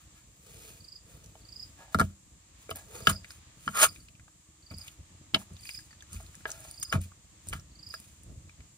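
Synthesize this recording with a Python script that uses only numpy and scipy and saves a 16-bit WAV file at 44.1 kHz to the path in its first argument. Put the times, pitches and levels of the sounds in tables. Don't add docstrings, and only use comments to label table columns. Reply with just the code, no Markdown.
import sys
import numpy as np
from scipy import signal
from scipy.fft import rfft, irfft, next_fast_len
from scipy.io import wavfile
from scipy.ndimage import uniform_filter1d

SR = 44100
rng = np.random.default_rng(int(sys.argv[2]) if len(sys.argv) > 2 else 0)


def store_wav(level_fs):
    pcm = np.round(np.clip(np.atleast_2d(level_fs), -1, 1) * 32767)
    wavfile.write(sys.argv[1], SR, pcm.T.astype(np.int16))


N = 386757
N_FFT = next_fast_len(N)
BIN_HZ = np.fft.rfftfreq(N_FFT, 1 / SR)

# f/Hz, level/dB, t60/s
BOARD_MODES = [(452.2, -4.5, 0.035), (647, -9, 0.075), (770, -2.5, 0.018), (888.5, -4, 0.014),
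               (1140, -9.5, 0.056), (1254, -1.5, 0.043), (1361, 4, 0.03), (1656, 3.5, 0.022),
               (2054, -5, 0.043), (2266, 7.5, 0.025), (2986, 6.5, 0.014), (3217, 1.5, 0.014),
               (3940, -1.5, 0.0074), (4620, -7.5, 0.0061), (4990, -10.5, .02)]
# t/s, peak/dB, best excited f/Hz
TABLE_PUSHES = [(1.948, -18, 193), (2, -18, 206), (2.022, -23, 111.4), (2.709, -35.5, 86.1),
                (3.072, -20.5, 174), (3.101, -28.5, 76.8), (3.669, -32, 184), (4.702, -36.5, 112),
                (4.739, -37, 78.1), (5.339, -26, 277), (5.506, -35, 126), (6.112, -38.5, 116),
                (6.144, -32, 65.5), (6.938, -19, 116), (6.955, -21, 90), (7.471, -37, 80),
                (7.508, -30.5, 56), (7.548, -33.5, 96.9), (8.437, -43.5, 90.7)]


def from_db(db):
    return 10 ** (np.asarray(db) / 20)


def unit_rms(x):
    return x / np.sqrt(np.mean(x ** 2) + 1e-20)


def butter(order, hz, kind):
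    return signal.butter(order, hz, kind, fs=SR, output="sos")


def add(out, at_s, piece):
    i = round(at_s * SR)
    out[i:i + len(piece)] += piece[:N - i]


def per_bin(curve):
    hz, value = np.transpose(curve)
    return np.interp(np.log(BIN_HZ + 1), np.log(hz + 1), value)


def drift(rate_hz):
    step_hz = 200
    steps = rng.standard_normal(int(N / SR * step_hz) + 2)
    r = np.exp(-2 * np.pi * rate_hz / step_hz)
    smooth = unit_rms(signal.lfilter([1], [1, -2 * r, r * r], steps))
    return np.interp(np.arange(N) / SR * step_hz, np.arange(len(steps)), smooth)


def ring(x, hz, t60_s):
    r, w = from_db(-60 / (t60_s * SR)), 2 * np.pi * hz / SR
    return signal.lfilter([.5, 0, -.5], [1, -2 * r * np.cos(w), r * r], x) / np.sin(w)


def falloff_db(hz, best_hz, db_per_octave):
    return -db_per_octave * np.abs(np.log2(hz / best_hz))


def strike(modes, weights_db, contact_s):
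    t = np.arange(SR // 3) / SR
    hz, db, t60_s = np.transpose(modes)[:, :, None]
    strength, phase = rng.standard_normal((2, len(modes), 1))
    decay = from_db(db + weights_db[:, None] + 1.5 * strength - 60 * t / t60_s)
    rings = decay * np.sin(2 * np.pi * hz * t + 2 * phase)
    out = rings.sum(0) * (1 - np.exp(-(t / contact_s) ** 2))
    return out / np.abs(out).max()


def stereo_noise(spectrum):
    # f/Hz, correlation
    likeness = [(60, .96), (300, .88), (640, .2), (3000, 0), (6800, -.2), (15000, -.3)]
    alike = per_bin(likeness)
    mid, side = rfft(rng.standard_normal((2, N_FFT))) * from_db(per_bin(spectrum))
    pair = irfft(np.sqrt(1 + alike) * mid + np.sqrt(1 - alike) * side * [[1], [-1]], N_FFT)[:, :N]
    return pair / np.sqrt(np.mean(pair.mean(0) ** 2))


def rumble():
    # t/s, level/dB
    envelope = [(0.0, -60.5), (0.36, -64), (0.56, -57), (0.95, -63.5), (1.17, -57), (1.59, -57),
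                (2.42, -61.5), (2.95, -53), (3.5, -60), (3.88, -52), (4.47, -67.5), (5.18, -55.5),
                (5.91, -60), (6.5, -55.5), (7.21, -60.5), (7.7, -56.5), (8.16, -59), (8.33, -48.5),
                (8.5, -58), (8.77, -61.5)]
    # f/Hz, density/dB
    spectrum = [(13, -44.5), (22, -21), (59, 4), (91, 0), (169, -7.5), (262, -16), (316, -13.5),
                (392, -24.5), (700, -24), (910, -67), (1540, -120)]
    rattle_db, rattle_t60_s = -13, .18
    t, rattle = np.arange(N) / SR, np.zeros(N)
    for at_s, db, _ in TABLE_PUSHES:
        add(rattle, at_s, from_db(db + rattle_db - 60 * t[:SR] / rattle_t60_s))
    noise = from_db(4.2 * drift(36)) * stereo_noise(spectrum)
    upper = signal.sosfilt(butter(4, 70, "high"), noise)
    return from_db(np.interp(t, *np.transpose(envelope))) * noise + rattle * upper


def far_hiss():
    # f/Hz, density/dB
    spectrum = [(240, -46.5), (400, -14), (755, -10.5), (1220, -6.5), (1420, -12.5), (1740, -9),
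                (5560, -9.5), (7350, 2), (10500, -16.5), (11000, -17), (11500, -68), (12500, -11.5),
                (14100, -25.5), (15000, -13), (16200, -55)]
    noise = stereo_noise(spectrum)
    leaves = signal.sosfiltfilt(butter(2, 5500, "low"), noise)
    insects = noise - leaves
    return leaves * from_db(-63.5 + 2 * drift(1.1)) + insects * from_db(-65.5 + drift(1.9))


def hum():
    return from_db(-79 + 4 * drift(5)) * unit_rms(ring(rng.standard_normal(N), hz=312, t60_s=.2))


def blade_hiss(grains):
    # f/Hz, density/dB
    spectrum = [(900, -30), (1500, -12), (2500, -3.5), (4000, -7), (5600, -8), (7000, -1.5), (9000, -7),
                (10700, -3), (11300, -38), (12100, -35), (12600, -8.5), (14500, -8), (15700, -12.5),
                (16300, -49)]
    # f/Hz, nominal width/Hz, level/dB
    modes = [(5260, 75, -16), (6700, 100, 0.5), (8780, 250, -4), (10060, 70, -1)]
    # t/s, gain/dB
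    freedom = [(0, -28), (2.9, -11.5), (3.8, -6.5), (4.2, -10), (6.4, -9.5), (6.5, -15.5), (6.9, 5),
               (7.05, -15.5), (8.77, -5)]
    hiss = unit_rms(irfft(rfft(grains, N_FFT) * from_db(per_bin(spectrum)), N_FFT)[:N])
    ringing = sum(from_db(db + 2 * drift(1.1)) * unit_rms(ring(grains, hz, 2.6 / width_hz))
                  for hz, width_hz, db in modes)
    return hiss + from_db(np.interp(np.arange(N) / SR, *np.transpose(freedom))) * ringing


def board_rasp(grains, grid_s, best_hz, gain):
    t, rasp = np.arange(N) / SR, np.zeros(N)
    t60_share = .9
    press_db = np.clip(20 * np.log10(gain) + 16, -30, 0)
    for hz, db, t60_s in BOARD_MODES:
        place_db = np.maximum(falloff_db(hz, best_hz, 30), falloff_db(hz, 2.1 * best_hz, 60) - 1.5)
        floor_db = press_db if 550 < hz < 900 or 2700 < hz < 3300 else -40
        weight = from_db(db + np.maximum(place_db, floor_db))
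        rasp += np.interp(t, grid_s, weight) * ring(grains, hz, t60_share * t60_s)
    running_rms = np.sqrt(uniform_filter1d(rasp ** 2, SR // 8))
    return np.interp(t, grid_s, gain) * rasp / running_rms


def knife_strokes():
    # firmest t/s, 20 dB rise/s, 20 dB fall/s, hiss/dB, rasp/dB, best excited f/Hz
    slides = [(0.02, 0.06, 0.053, -61, -68, 1390), (0.18, 0.048, 0.072, -63, -66.5, 1800),
              (0.5, 0.11, 0.26, -70, -66.5, 507), (0.67, 0.35, 0.22, -51.5, -61.5, 500),
              (1.1, 0.09, 0.58, -60.5, -63.5, 504), (1.63, 0.15, 0.3, -65, -82, 543),
              (1.809, 0.034, 0.12, -66, -52.5, 835), (1.932, 0.025, 0.033, -55.5, -58, 846),
              (1.998, 0.043, 0.11, -50.5, -53, 1330), (2.62, 0.061, 0.12, -60, -80, 760),
              (2.705, 0.015, 0.02, -51, -51, 870), (2.765, 0.02, 0.089, -49.5, -51.5, 810),
              (2.952, .09, 0.22, -48.5, -48, 500), (3.098, 0.028, 0.029, -29.5, -30, 1350),
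              (3.145, .02, 0.047, -62, -59.5, 655), (3.314, .08, 0.11, -55, -70, 1660),
              (3.67, 0.12, 0.18, -54, -67, 1400), (3.775, 0.039, 0.081, -34.5, -29, 1280),
              (3.838, 0.046, 0.03, -18.5, -22, 1190), (3.921, .04, 0.19, -57, -71.5, 1325),
              (4.715, 0.0083, 0.018, -60, -48.5, 1050), (4.854, 0.17, 0.13, -55, -62.5, 1040),
              (5.361, .01, 0.015, -59, -33, 760), (5.391, .02, 0.073, -50.5, -56, 780),
              (5.52, 0.04, 0.038, -79.5, -63.5, 527), (5.686, 0.14, 0.23, -51, -75, 2390),
              (6.127, 0.034, 0.18, -52, -61.5, 1280), (6.36, 0.19, 0.14, -63.5, -78, 1400),
              (6.479, 0.016, 0.11, -49, -48.5, 680), (6.65, 0.17, .2, -53, -61.5, 730),
              (6.83, 0.0057, 0.0065, -33.5, -55, 1330), (6.88, 0.037, .06, -63, -63.5, 1400),
              (6.933, 0.015, 0.042, -45, -31, 1140), (7.014, .01, 0.084, -50, -79, 1110),
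              (7.493, 0.066, .1, -56, -77, 1427), (7.531, 0.013, 0.077, -53, -47.5, 1480),
              (7.936, 0.11, 0.065, -60, -77, 1440), (8.03, 0.14, 0.21, -59, -80.5, 1500),
              (8.3, 0.075, 0.08, -75, -67, 497)]
    grains_per_s, size_spread_db = 6000, 3
    t, grid_s = np.arange(N) / SR, np.arange(0, N / SR, .001)
    at_s, rise_s, fall_s, hiss_db, rasp_db, hz = np.transpose(slides)[:, :, None]
    distance = np.abs(grid_s - at_s) / np.where(grid_s < at_s, rise_s, fall_s)
    fade_db = 20 * np.minimum(distance, 5) ** 1.34
    hiss_gain, rasp_gain = from_db(hiss_db - fade_db), from_db(rasp_db - fade_db) + 1e-9
    best_hz = hz[rasp_gain.argmax(0), 0]
    sizes = from_db(size_spread_db * np.minimum(rng.exponential(1, N), 4.5)) * rng.choice([-1, 1], N)
    hits = rng.random(N) < grains_per_s / SR
    grains = unit_rms(sizes * hits * from_db(2.2 * drift(70)))
    hiss = np.interp(t, grid_s, hiss_gain.sum(0)) * blade_hiss(grains)
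    return hiss + board_rasp(grains, grid_s, best_hz, rasp_gain.sum(0))


def insect_trills():
    # first pulse t/s, last pulse t/s, spacing/s, last pulse level/dB
    trills = [(0.8061, 0.9587, .0388, -45), (1.4152, 1.6282, .0366, -40), (2.9846, 3.1602, .036, -41.5),
              (3.852, 3.8896, .038, -43), (4.0033, 4.0033, .037, -58.5), (4.6269, 4.8125, .0383, -44.5),
              (5.5573, 5.7743, .0376, -40.5), (5.911, 5.911, .037, -57.5), (6.6682, 6.8982, .0365, -41),
              (7.7179, 7.9448, .0374, -41)]
    pulse_s, hz_per_db, third_partial_db = .015, 19.5, -25
    out, t = np.zeros(N), np.arange(int(pulse_s * SR)) / SR
    envelope = np.sin(np.pi * t / t[-1]) ** 1.38
    glide = 1.06 - 10.65 * t
    for first_s, last_s, spacing_s, top_db in trills:
        times_s = np.append(np.arange(first_s, last_s - spacing_s / 2, spacing_s), last_s)
        for before_last, at_s in enumerate(times_s[::-1]):
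            db = top_db - .65 * before_last ** 2
            hz = (4971 + hz_per_db * (db + 44)) * glide
            phase = 2 * np.pi * np.cumsum(hz) / SR
            tone = np.sin(phase) + from_db(third_partial_db) * np.sin(3 * phase)
            add(out, at_s - .005, from_db(db) * envelope * tone)
    return out


def scale_ticks():
    # t/s, peak/dB, f/Hz
    snaps = [(1.2426, -40, 6500), (1.2605, -40, 6620), (2.7056, -26, 10200), (2.7065, -30, 14600),
             (2.727, -39, 9300), (2.7576, -30, 9600), (2.759, -24, 14500), (2.7693, -28, 10400),
             (3.097, -12, 9600), (3.245, -32, 2110), (3.305, -39.5, 1600), (3.3064, -32.5, 5100),
             (3.9605, -39.5, 2200), (4.085, -41, 2530), (4.1965, -44, 1700), (4.28, -45.5, 1280),
             (4.152, -46, 2730), (4.7694, -41, 10100), (4.784, -32, 9400), (4.878, -33.5, 8800),
             (4.881, -33, 3000), (5.4147, -43.5, 1124), (5.5341, -42, 8930), (5.567, -37, 3720),
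             (5.6093, -38, 8700), (5.6507, -36, 8910), (5.654, -36, 2370), (5.67, -42, 2350),
             (5.6912, -27, 2270), (5.692, -30.5, 9500), (5.7362, -33.5, 9400), (5.7485, -38, 2290),
             (5.7892, -35.5, 9300), (5.7903, -40, 1650), (5.908, -47, 1790), (5.929, -42.5, 1770),
             (6.0068, -40, 3200), (6.024, -36, 6800), (6.0233, -40.5, 1730), (6.131, -25, 9050),
             (6.1404, -33, 8500), (6.164, -38, 2530), (6.2098, -40, 8850), (6.2277, -39, 8660),
             (6.2642, -42.5, 3900), (6.345, -44, 1580), (6.353, -33, 7550), (6.407, -49, 1590),
             (6.5038, -23.5, 6670), (6.5164, -21, 6600), (6.6046, -33.5, 10100), (6.712, -25.5, 9700),
             (6.799, -28, 10900), (6.83, -22, 14200), (6.926, -33, 13500), (7.015, -30, 9670),
             (7.1184, -44.5, 1220), (7.4714, -34, 7930), (7.487, -17.5, 9140), (7.4964, -25, 8850),
             (7.597, -40.5, 5500), (7.89, -36.5, 9520), (8.0008, -31.5, 9940), (8.2343, -40.5, 8870),
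             (8.4947, -43.5, 2240), (8.6046, -46, 2290)]
    t60_cycles, click_gain = 11, .17
    out, t = np.zeros(N), np.arange(600) / SR
    for at_s, db, hz in snaps:
        decay_s = .0021 * np.sqrt(2000 / hz)
        burst = rng.standard_normal(len(t)) * np.exp(-t / decay_s)
        snap = ring(burst, hz, t60_cycles / hz) + click_gain * signal.lfilter([1, -.6], [1], burst)
        add(out, at_s, from_db(db) * snap / np.abs(snap).max())
    return out


def board_knocks():
    # t/s, peak/dB, best excited f/Hz, crack/dB re peak, low-mode floor/dB, high-mode floor/dB
    blows = [(1.354, -42, 802, -18, -7, -17), (1.946, -13, 1360, -7, -3.5, -25),
             (1.988, -19, 1340, -3.5, -4.5, -31), (1.997, -12.5, 1350, -2.5, -12, -39),
             (2.003, -12, 1340, -7, -24.5, -31), (2.013, -12.5, 1390, -11.5, -0.5, -21.5),
             (2.693, -29, 484, -19, -32, -35), (2.711, -24, 1084, -11, -8, -9.5),
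             (3.071, -2, 1510, -8, -16.5, -5), (3.097, -16, 1050, -8, -14.5, -12.5),
             (3.678, -14.5, 1420, -21, -32.5, -13), (3.689, -32, 1320, -6, -4.5, -20),
             (3.838, -13, 1187, -16.5, -15, -6), (3.851, -14, 1278, -10, -13.5, -11.5),
             (4.709, -47, 1432, -16.5, 1.5, -25), (5.344, -9, 2040, -21, -65, 13),
             (5.346, -5, 3770, -10.5, -30, -10), (5.359, -36.5, 654, -1, -2, -16),
             (6.202, -41, 723, -9, -15, -32), (6.455, -18, 1680, -41, -3.5, -10.5),
             (6.492, -36.5, 1420, -9, -11, -25), (6.601, -44, 664, -10, -16, -24),
             (6.65, -40.5, 700, -9, -17, -33), (6.926, -14.5, 1560, -4, -11, -10),
             (6.954, -24.5, 1370, -21, 9, -33.5), (7.529, -23.5, 2060, -21, -10, -4),
             (7.534, -24, 1430, -3, -13.5, -20.5), (7.94, -28, 1574, 0.5, -13, -34.5)]
    contact_s = .00061
    out, t = np.zeros(N), np.arange(SR // 50) / SR
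    crack_band = butter(2, [2400, 11000], "band")
    mode_hz = np.array(BOARD_MODES)[:, 0]
    hollow, hard = (mode_hz > 400) & (mode_hz < 900), mode_hz > 2500
    for at_s, db, best_hz, crack_db, low_db, high_db in blows:
        crack = signal.sosfilt(crack_band, rng.standard_normal(len(t)) * t * np.exp(-t / contact_s))
        floor_db = np.select([hollow, hard], [low_db, high_db], -25)
        weights_db = np.maximum(falloff_db(mode_hz, best_hz, 43), floor_db)
        add(out, at_s - .0005, from_db(db) * strike(BOARD_MODES, weights_db, contact_s))
        add(out, at_s - .0005, from_db(db + crack_db) * crack / np.abs(crack).max())
    return out


def table_thumps():
    # f/Hz, level/dB, t60/s
    modes = [(56, -5, 0.25), (88, -2, 0.25), (112, -13, .2), (151.8, -3.5, 0.14), (196.3, -6.5, 0.24),
             (223.1, -8, 0.19), (280.3, -2.5, .08), (371.5, -6, 0.11)]
    out, mode_hz = np.zeros(N), np.array(modes)[:, 0]
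    for at_s, db, best_hz in TABLE_PUSHES:
        add(out, at_s, from_db(db) * strike(modes, falloff_db(mode_hz, best_hz, 12), contact_s=.005))
    return out


def direct(x, gain_db, left_over_right_db):
    # f/Hz, left lead/rad
    lead = [(0, 0), (500, -.9), (1400, .9), (2100, 2.0), (3000, 2.3), (4400, .2), (16400, -15.9)]
    left = np.exp(.5j * np.interp(BIN_HZ, *np.transpose(lead))) * from_db(left_over_right_db / 2)
    return from_db(gain_db) * irfft(rfft(x, N_FFT) * [left, 1 / left], N_FFT)[:, :N]


def echoes(x, t60_s, gain_db):
    t = np.arange(int(.3 * SR)) / SR
    cloud = rng.standard_normal((2, len(t))) * from_db(-60 * t / t60_s) * (t > .001)
    cloud = signal.sosfilt(butter(2, 500, "high"), cloud)
    cloud /= np.sqrt(np.sum(cloud ** 2, axis=1, keepdims=True))
    return from_db(gain_db) * signal.fftconvolve(x[None], cloud, axes=1)[:, :N]


def scene():
    work = board_knocks() + scale_ticks() + knife_strokes() + table_thumps()
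    song, air = insect_trills(), far_hiss()
    work = direct(work, gain_db=-1.5, left_over_right_db=-.31) + echoes(work, t60_s=.053, gain_db=-7)
    song = direct(song, gain_db=2, left_over_right_db=-9) + echoes(song, t60_s=.18, gain_db=.62)
    return work + song + rumble() + air + hum()


def record(dry):
    bass_hz, ceiling, stop_hz = 40, .95, 16800
    dry = signal.sosfilt(butter(2, bass_hz, "high"), dry)
    rounded = ceiling * np.tanh(dry / ceiling)
    return signal.sosfilt(signal.cheby2(12, 60, stop_hz, fs=SR, output="sos"), rounded)


dry = scene()
out = record(dry)
store_wav(out)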